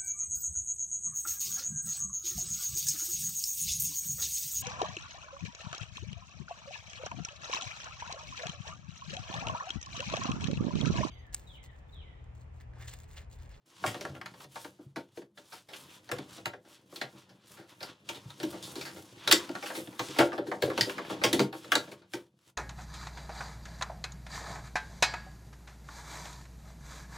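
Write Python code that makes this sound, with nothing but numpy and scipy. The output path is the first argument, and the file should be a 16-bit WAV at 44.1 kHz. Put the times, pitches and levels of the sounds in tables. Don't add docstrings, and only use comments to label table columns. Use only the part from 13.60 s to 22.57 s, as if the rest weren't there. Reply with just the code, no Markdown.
import sys
import numpy as np
from scipy import signal
from scipy.fft import rfft, irfft, next_fast_len
from scipy.io import wavfile
from scipy.ndimage import uniform_filter1d

SR = 44100
rng = np.random.default_rng(int(sys.argv[2]) if len(sys.argv) > 2 else 0)


def amplitude_ratio(level_db):
    exponent = np.asarray(level_db, float) / 20
    return 10 ** exponent


def int16_out(signal):
    q = np.round(np.clip(np.atleast_2d(signal).T, -1, 1) * 32767)
    wavfile.write(sys.argv[1], SR, q.astype(np.int16))


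N = 395577


def rms_one(x):
    return x / np.sqrt(np.mean(x ** 2) + 1e-20)


def at_hz(points, hz):
    table = np.array(points)
    return np.interp(np.log(hz), np.log(table[:, 0]), table[:, 1])


def curves(rows):
    s, *columns = np.transpose(rows)
    return [amplitude_ratio(np.interp(np.arange(N) / SR, s, c)) for c in columns]


def coloured(x, spectrum):
    size = next_fast_len(len(x) + 4096)
    hz = np.arange(1, size // 2 + 2) * SR / size
    return irfft(rfft(x, size) * amplitude_ratio(at_hz(spectrum, hz)), size)[:len(x)]


def lowpass(x, hz):
    return signal.sosfiltfilt(signal.butter(2, hz, fs=SR, output="sos"), x)


def ring(force, hz, t60):
    r, w = amplitude_ratio(-60 / (max(t60, .005) * SR)), 2 * np.pi * hz / SR
    return signal.lfilter([0, np.sin(w)], [1, -2 * r * np.cos(w), r * r], force + 1e-18)


def fade(x, seconds):
    return signal.lfilter([1], [1, -np.exp(-1 / (max(seconds, 1e-4) * SR))], x + 1e-18)


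def grains(per_s, spread_db):
    sizes = amplitude_ratio(spread_db * np.minimum(rng.exponential(1, N), 5)) * rng.choice([-1, 1], N)
    return rms_one(sizes * (rng.random(N) < per_s / SR))


def slow_wander(seconds):
    return rms_one(fade(fade(rng.standard_normal(N), seconds), seconds))


def patchy(x, patch_db, patch_s):
    lows = [lowpass(x, hz) for hz in 1000 * 2. ** np.arange(4)]
    bands = np.diff([0 * x, *lows, x], axis=0)
    return sum(band * amplitude_ratio(patch_db * slow_wander(patch_s)) for band in bands)


# (f/Hz, level/dB)
HUM_COLOUR = [(35, -32.5), (60, -5), (124, 18), (254, -6.5), (319, 4), (380, 1), (1500, -15.5), (1950, -46),
              (3300, -120)]


def hum():
    low = rms_one(coloured(rng.standard_normal(N), HUM_COLOUR))
    hiss = rng.standard_normal(N)
    return amplitude_ratio(-72.5) * low + amplitude_ratio(-88) * hiss


# (t/s of peak, level/dB, treble lift level/dB,
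# t/s to swell 20 dB, t/s to fade 20 dB); both times are held within 0.006 to 0.6 s
STROKES = [(.06, -65.5, 8, 0, .6), (.27, -47.5, 0, 0.13, 0.3), (.57, -60.5, -3.5, 0.7, -0.5),
           (.845, -56, 2.5, 0.4, -0.04), (.966, -55.5, 6, 0.1, 0.2), (1.048, -59, 4.5, -0.06, 0.2),
           (1.21, -66, 2, 0, 0.3), (1.371, -59, 1, 0, 0.15), (1.576, -62, 5.5, 0.1, .12),
           (1.783, -62, 6, 0.05, 0.43), (1.94, -56, 3, 0.1, .12), (2.14, -56.5, 2.5, 0.07, 0.5),
           (2.311, -58.5, 2.5, 0.1, 0.3), (2.541, -57.5, 3.5, 0.06, 0.4), (2.771, -55.5, 1.5, 0.3, 0.2),
           (3.101, -62.5, 5, 0.1, 0.4), (3.374, -58.5, 7, 0.14, 0.16), (3.431, -57, -4, 0.26, 0.2),
           (3.59, -59.5, -1, 0.1, 0.44), (3.84, -63, -5, -0.1, -0.5), (3.95, -57.5, 5, 0.16, .12),
           (4.128, -60, 3, 0.2, .1), (4.231, -58.5, -1.5, 0.14, 0.4), (4.32, -58, -1, 0.3, .1),
           (4.511, -56.5, -1.5, 0.12, 1), (4.711, -61, 3.5, 0.46, 0.1), (4.831, -52, 2.5, 0.12, 0.4),
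           (5.051, -52, 4.5, 0.1, 0.5), (5.382, -59.5, 7, 0.4, 0.33), (5.53, -61, 2.5, .2, 0.5),
           (5.72, -48.5, -4, 0.22, 1), (6.082, -55, 3, 0.5, 0.4), (6.171, -52.5, 7, 0.22, 0.2),
           (6.421, -55, 4, 0.16, 0.4), (6.59, -48.5, -2, 0.33, 0.2), (6.74, -57, 0, -0.4, 0.2),
           (6.875, -58.5, 8.5, .02, 0.2), (7.036, -49.5, -1.5, 0.06, .28), (7.221, -44.5, -4, 0.13, 0.36),
           (7.391, -51.5, -8, .1, 0.3), (7.521, -49.5, -5, 0.2, 0.3), (7.651, -49, -6, 0.2, 0.4),
           (7.82, -47, 0.5, 0.1, 0.08), (7.931, -56, 3, -0.1, 0.7), (8.171, -52.5, 0, 0.25, 0.27),
           (8.32, -60, 0.5, 0, 0.18), (8.556, -55, 5, 0.08, 0.11), (8.791, -70.5, 4, 0, 0),
           (8.901, -64, 5, 0.2, 0)]


def strokes():
    t, power = np.arange(0, N + 64, 64) / SR, 0
    for s, db, lift_db, swell_s, fade_s in STROKES:
        seconds_per_20_db = np.clip(np.where(t < s, swell_s, fade_s), .006, .6)
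        shape = amplitude_ratio(db - 20 * np.abs(t - s) / seconds_per_20_db)
        lift = amplitude_ratio(np.array([[0], [lift_db]]))
        power = power + (shape * lift) ** 2
    return [np.interp(np.arange(N) / SR, t, gain) for gain in np.sqrt(power)]


# (f/Hz, relative level/dB, t/s to die by 60 dB when undamped)
PANELS = [(116, -27.5, 0.18), (137, -14.5, .15), (186, -13.5, 0.078), (202, -10.5, 0.076),
          (277, -5.5, 0.073), (316.7, -0.5, 0.092), (342.2, -0.5, 0.093), (397.5, -1.5, 0.08),
          (480, 0, 0.046), (514.3, -3.5, 0.067), (589, -1, 0.063), (670, -3.5, 0.048), (777, -2.5, 0.033),
          (917, -10.5, 0.086), (1385, -7, 0.025)]
# (t/s, low panels level/dB, higher panels level/dB)
SHAKING = [(0.0, -92, -100), (0.22, -61, -78.5), (0.4, -58.5, -50.5), (1.67, -73, -93.5),
           (2.47, -69.5, -62.5), (2.75, -58, -59), (3.05, -71.5, -65), (4.37, -66, -69), (5.02, -60, -61),
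           (5.64, -63, -58.5), (5.95, -70, -80), (6.27, -89, -62), (7.22, -70, -51), (7.47, -68, -59.5),
           (7.72, -56, -41.5), (7.92, -76, -61), (8.34, -66.5, -65), (8.97, -72, -81)]
# (f/Hz, relative level/dB)
SCUFF_COLOUR = [(530, -36), (900, 5.5), (2120, -2), (3510, 4), (4050, 0.5), (12100, -7), (16000, -15)]


def rubbing(damping, grain_db, catch_db):
    (low_gain, mid_gain), (scuff_gain, treble_gain) = curves(SHAKING), strokes()

    shake = fade(grains(400, 3.0), .0003)
    low = sum(amplitude_ratio(db) * ring(shake, hz, damping * t60) for hz, db, t60 in PANELS if hz < 220)
    mid = sum(amplitude_ratio(db) * ring(shake, hz, damping * t60) for hz, db, t60 in PANELS if hz > 220)

    fits = amplitude_ratio(catch_db * slow_wander(0.014))
    catches = rms_one(fade(np.abs(grains(90, 2.0)), .003))
    fits = fits * np.hypot(1, amplitude_ratio(-8) * catches)
    rough = rng.standard_normal(N) + amplitude_ratio(grain_db) * grains(1200, 4.0)
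    fine = coloured(fits * rough, SCUFF_COLOUR)
    fine = rms_one(patchy(fine, patch_db=2.5, patch_s=0.02))

    dull = lowpass(fine, 6000)
    mid_gain = np.hypot(mid_gain, amplitude_ratio(-3.5) * scuff_gain)
    panels = low_gain * rms_one(low) + mid_gain * rms_one(mid)
    return panels + scuff_gain * dull + treble_gain * (fine - dull)


# (f/Hz, relative level/dB)
RIB_COLOUR = [(700, -5), (1500, -0.5), (2800, -7.5), (4300, -5), (6500, -11), (15500, -15.5)]
# (f/Hz, t/s to die by 60 dB); ring() lengthens anything under 0.005 s
RIB_T60 = [(700, .016), (3000, .006), (15000, .0015)]


def all_modes():
    hz = np.geomspace(700, 15500, 66) * rng.uniform(.99, 1.01, 66)
    return list(PANELS) + list(zip(hz, at_hz(RIB_COLOUR, hz), at_hz(RIB_T60, hz)))


# (t/s, clack level/dB, boom level/dB, body level/dB, chatter t/s), levels relative
KNOCKS = [(0.239, -34.5, -36.5, -13, 0.0077), (0.263, -19, -39.5, -35, 0.022),
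          (0.3438, -32, -42, -34.5, 0.012), (0.409, -27, -42, -37, 0.0091),
          (0.451, -32, -43, -28.5, 0.0076), (0.5499, -40, -51, -43.5, 0.02),
          (0.613, -34.5, -88, -30, 0.0073), (0.659, -29.5, -64, -30.5, 0.01),
          (0.738, -45.5, -58, -42, 0.01), (0.804, -40, -68, -38, 0.0076), (0.842, -40.5, -46, -48, .012),
          (0.9573, -41, -49, -33, 0.015), (1.0455, -37, -44.5, -37, 0.011), (1.19, -65.5, -46, -50, 0.014),
          (1.3596, -33, -33, -33.5, 0.019), (1.572, -40.5, -38, -45.5, 0.013),
          (1.617, -45.5, -49, -47, 0.017), (1.7744, -40, -54.5, -43, 0.014), (1.92, -39.5, -52, -41, 0.03),
          (2.0865, -39.5, -44.5, -56, 0.077), (2.1336, -35.5, -83, -40, 0.022),
          (2.202, -40.5, -47, -79, 0.013), (2.474, -43, -58, -66, 0.01), (2.49, -36, -42, -32, 0.0094),
          (2.5147, -20.5, -30, -28, 0.0091), (2.5845, -30, -35, -35, 0.0082),
          (2.779, -41.5, -41, -50, 0.016), (2.8565, -23, -39.5, -24, 0.011), (2.9342, -39, -49, -34, 0.011),
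          (3.0479, -49, -50, -61, 0.057), (3.3249, -57, -45, -36, 0.0034), (3.359, -27, -49, -45, 0.012),
          (3.413, -23, -35.5, -30, 0.015), (3.5243, -48, -41.5, -59, 0.01),
          (3.6927, -46, -49.5, -59, 0.032), (3.9707, -47.5, -48.5, -48, 0.06),
          (4.2058, -35.5, -47, -44, 0.022), (4.2286, -28.5, -47, -37, 0.013),
          (4.489, -21, -40.5, -31, 0.013), (4.5467, -34, -43, -53, 0.026), (4.7033, -40.5, -66, -50, 0.013),
          (4.8, -31.5, -37, -42, 0.017), (4.8306, -24.5, -28.5, -36.5, 0.011),
          (4.926, -41.5, -39, -44, 0.049), (5.026, -33.5, -57, -77, 0.06),
          (5.1555, -30.5, -37.5, -43, 0.027), (5.2107, -29.5, -47, -40.5, 0.02),
          (5.252, -32, -50, -39.5, 0.047), (5.361, -40, -47, -47, 0.044), (5.675, -10.5, -32.5, -25, 0.014),
          (5.7114, -1.5, -40.5, -21, 0.025), (5.724, 2.5, -24.5, -19.5, 0.009),
          (5.892, -33.5, -29.5, -35, 0.0038), (5.9516, -31, -39, -26, 0.012),
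          (6.025, -31.5, -41, -31, 0.021), (6.0579, -30, -48.5, -37.5, 0.033),
          (6.1002, -39, -43, -28.5, 0.027), (6.15, -31.5, -37.5, -38.5, 0.047),
          (6.273, -34.5, -36.5, -39.5, 0.0057), (6.327, -44.5, -50, -45.5, 0.01),
          (6.393, -21, -34, -22.5, 0.015), (6.4857, -33, -38, -45, 0.0038),
          (6.562, -36.5, -36.5, -34.5, 0.022), (6.586, -12, -15.5, -14.5, 0.018),
          (6.606, -20, -21, -13.5, 0.018), (6.7185, -40, -56, -26, 0.0095), (6.729, -35, -37, -26, 0.015),
          (6.779, -30.5, -28.5, -25, 0.012), (6.8674, -41.5, -34, -40.5, 0.028),
          (6.9147, -34, -37, -18, .014), (7.0217, -15, -24.5, -22.5, 0.012),
          (7.0757, -39.5, -23.5, -41, 0.0073), (7.101, -34, -58, -23, 0.018),
          (7.1767, -18.5, -28, -23, 0.01), (7.2094, -11, -44.5, -23.5, 0.0082),
          (7.268, -57, -30, -40.5, 0.0087), (7.2952, -25.5, -61, -25.5, 0.0069),
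          (7.38, -31.5, -40.5, -24, 0.016), (7.448, -42.5, -48, -40.5, 0.013),
          (7.498, -34, -33, -31.5, 0.032), (7.615, -34.5, -33, -28, 0.017),
          (7.637, -9, -22.5, -16.5, 0.019), (7.729, -11.5, -19, -30.5, 0.016),
          (7.793, -14.5, -17.5, -22.5, 0.014), (7.9265, -35, -44, -35, 0.022),
          (8.0438, -39.5, -39, -45.5, 0.01), (8.1188, -13, -35.5, -15, .013),
          (8.153, -7.5, -24.5, -22, 0.007), (8.2727, -48.5, -39.5, -47, 0.02),
          (8.315, -38, -43, -40, 0.011), (8.419, -53, -73.5, -51, 0.03), (8.535, -26.5, -33.5, -35, 0.013)]
REGISTERS = [330, 1100, 3500, 9500]


def knocks(touch_db, swell_s, boom_db, rib_db):
    s, clack, boom, body, chatter_s = np.transpose(KNOCKS)
    tick = clack - 7.5 + 0.096 * (clack - body)

    at = np.round(s * SR).astype(int)
    latest = np.maximum(np.searchsorted(at, np.arange(N), "right") - 1, 0)
    since = (np.arange(N) - at[latest]) / SR
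    lasting = np.clip(chatter_s, .002, .12)[latest]
    dying = np.exp(-(np.abs(since) / lasting) ** 1.44) * (since >= 0)
    chatter = grains(6000, 1.92) * dying / np.sqrt(0.00097 * SR)
    stronger_start = 1 + 0.49 * np.exp(-np.abs(since) / 0.0012)
    hard = chatter * stronger_start + amplitude_ratio(touch_db) * (since == 0)

    uptake_s = swell_s + 0.32 * lasting
    rise = np.maximum(since, 0) / uptake_s
    swell = rise * np.exp(1 - rise) / np.sqrt(0.024 * SR)
    soft = swell * rng.standard_normal(N)
    in_step = swell / np.sqrt(uptake_s * SR)

    modes, out = all_modes(), np.zeros(N)
    panel_count = len(PANELS)
    signs = rng.choice([-1, 1], (3, N))
    luck = rng.standard_normal((len(s), len(modes)))
    luck = luck + 5 * uniform_filter1d(luck, size=7, axis=1)
    luck[:, :panel_count] -= luck[:, :panel_count].mean(axis=1, keepdims=True)
    phase = rng.uniform(0, 2 * np.pi, luck.shape)
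    clean_share = 0.7
    for k, (hz, level_db, t60) in enumerate(modes):
        is_panel = k < panel_count
        place = np.interp(np.log(hz), np.log(REGISTERS), np.arange(4))
        nearness = np.maximum(1 - np.abs(place - np.arange(4)), 0)
        blow_db = nearness @ [boom, body, clack, tick]
        group_db = boom_db if is_panel else rib_db
        gain = amplitude_ratio(blow_db + level_db + group_db + 1.3 * luck[:, k])
        slow = np.clip(0.56 * (1.9 - place), 0, 1)
        force = signs[k % 3] * (slow * soft + (1 - slow) * hard)
        if is_panel:
            clean = slow * in_step * np.cos(2 * np.pi * hz * since + phase[latest, k])
            force = np.sqrt(1 - clean_share) * force + np.sqrt(clean_share) * clean
        out += ring((-1) ** k * gain[latest] * force, hz, t60)
    return out


# (t/s, relative level/dB)
THUMPS = [(0.271, -29.5), (0.498, -33.5), (0.852, -44), (1.261, -39), (2.526, -32), (2.867, -37),
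          (4.655, -32.5), (4.684, -40), (4.83, -41), (5.677, -41), (6.41, -36.5), (6.485, -38.5),
          (6.589, -63), (7.033, -28.5), (7.216, -31), (7.65, -45.5), (7.81, -36), (8.164, -54)]


def thumps(push_s, level_db):
    s, thump_db = np.transpose(THUMPS)
    push = np.zeros(N)
    push[np.round(s * SR).astype(int)] = amplitude_ratio(thump_db + level_db)
    push = fade(fade(push, push_s), push_s) / (push_s * SR) ** 2
    return sum(amplitude_ratio(db) * ring(push, hz, t60) for hz, db, t60 in PANELS if hz < 160)


# (f/Hz, t/s to die by 60 dB)
ROOM_T60 = [(150, 0.24), (1500, 0.18), (14000, 0.15)]


def room(x, first_echo_s):
    t, out = np.arange(SR // 2) / SR, 0
    turn = 2 * np.pi * 2.3 * np.arange(N) / SR
    for k in range(3):
        tail = 0
        for low in 60 * 2. ** np.arange(8):
            octave = signal.butter(2, [low, 2 * low], "band", fs=SR, output="sos")
            noise = signal.sosfilt(octave, rng.standard_normal(len(t)))
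            tail = tail + noise * amplitude_ratio(-60 * t / at_hz(ROOM_T60, low))
        tail = tail * (t > first_echo_s)
        tail = tail / np.sqrt(np.sum(tail ** 2))
        share = np.sqrt(2 / 3) * np.cos(turn + k * np.pi / 3)
        out = out + signal.fftconvolve(share * x, tail)[:N]
    return out


def handling():
    near = rubbing(damping=0.96, grain_db=-6, catch_db=1.8)
    near = near + knocks(touch_db=-6.5, swell_s=0.0029, boom_db=-1.0, rib_db=-12.5)
    near = near + thumps(push_s=0.0011, level_db=12.5)
    return hum() + near + amplitude_ratio(-9) * room(near, first_echo_s=0.0088)


# (f/Hz, level/dB)
LEFT_LOUDER = [(200, .3), (1000, 2.2), (2200, 0), (15000, .2)]
# (f/Hz, phase/rad)
LEFT_LEADS = [(9900, 0), (11000, -1.0), (16000, -1.1)]


def microphone(x, half):
    hz = np.arange(1, N // 2 + 2) * SR / N
    louder = amplitude_ratio(half * at_hz(LEFT_LOUDER, hz))
    phase_shift = np.exp(1j * half * at_hz(LEFT_LEADS, hz))
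    return irfft(rfft(x) * louder * phase_shift, N)


# (f/Hz, level/dB)
SIDE_LEVEL = [(90, -34.5), (330, -27.5), (1100, -7), (3000, -3), (3200, -39), (4900, -34), (6000, -5),
              (7100, -29), (9900, -30.5), (10500, -7), (15000, -6)]


def scene():
    mid, side = handling(), coloured(handling(), SIDE_LEVEL)
    left = microphone(mid, 1 / 2) + side
    right = microphone(mid, -1 / 2) - side
    return np.array([left, right])


def gate(x, open_db, slope, depth_db, hold_s):
    power = uniform_filter1d(np.mean(x ** 2, axis=0), size=441)
    held = fade(power, hold_s) / (hold_s * SR)
    level_db = 10 * np.log10(np.maximum(power, held) + 1e-14)
    return x * amplitude_ratio(np.clip(slope * (level_db - open_db), -depth_db, 0))


def top_cut(x):
    return signal.sosfilt(signal.butter(12, 16500, fs=SR, output="sos"), x)


def record(dry):
    x = signal.sosfilt(signal.butter(4, 95, "high", fs=SR, output="sos"), dry)
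    bass = lowpass(x, 700)
    treble = signal.sosfiltfilt(signal.butter(2, 5000, "high", fs=SR, output="sos"), x)
    middle = x - bass - treble
    gated = (gate(bass, open_db=-45.5, slope=0.39, depth_db=18, hold_s=0.023)
             + gate(middle, open_db=-53.5, slope=0.4, depth_db=25, hold_s=0.0031)
             + gate(treble, open_db=-52.5, slope=0.54, depth_db=25, hold_s=0.0078))
    mix = 1.796 * np.tanh(gated / 1.23)
    return top_cut(mix)


dry = scene()
out = record(dry)
int16_out(out)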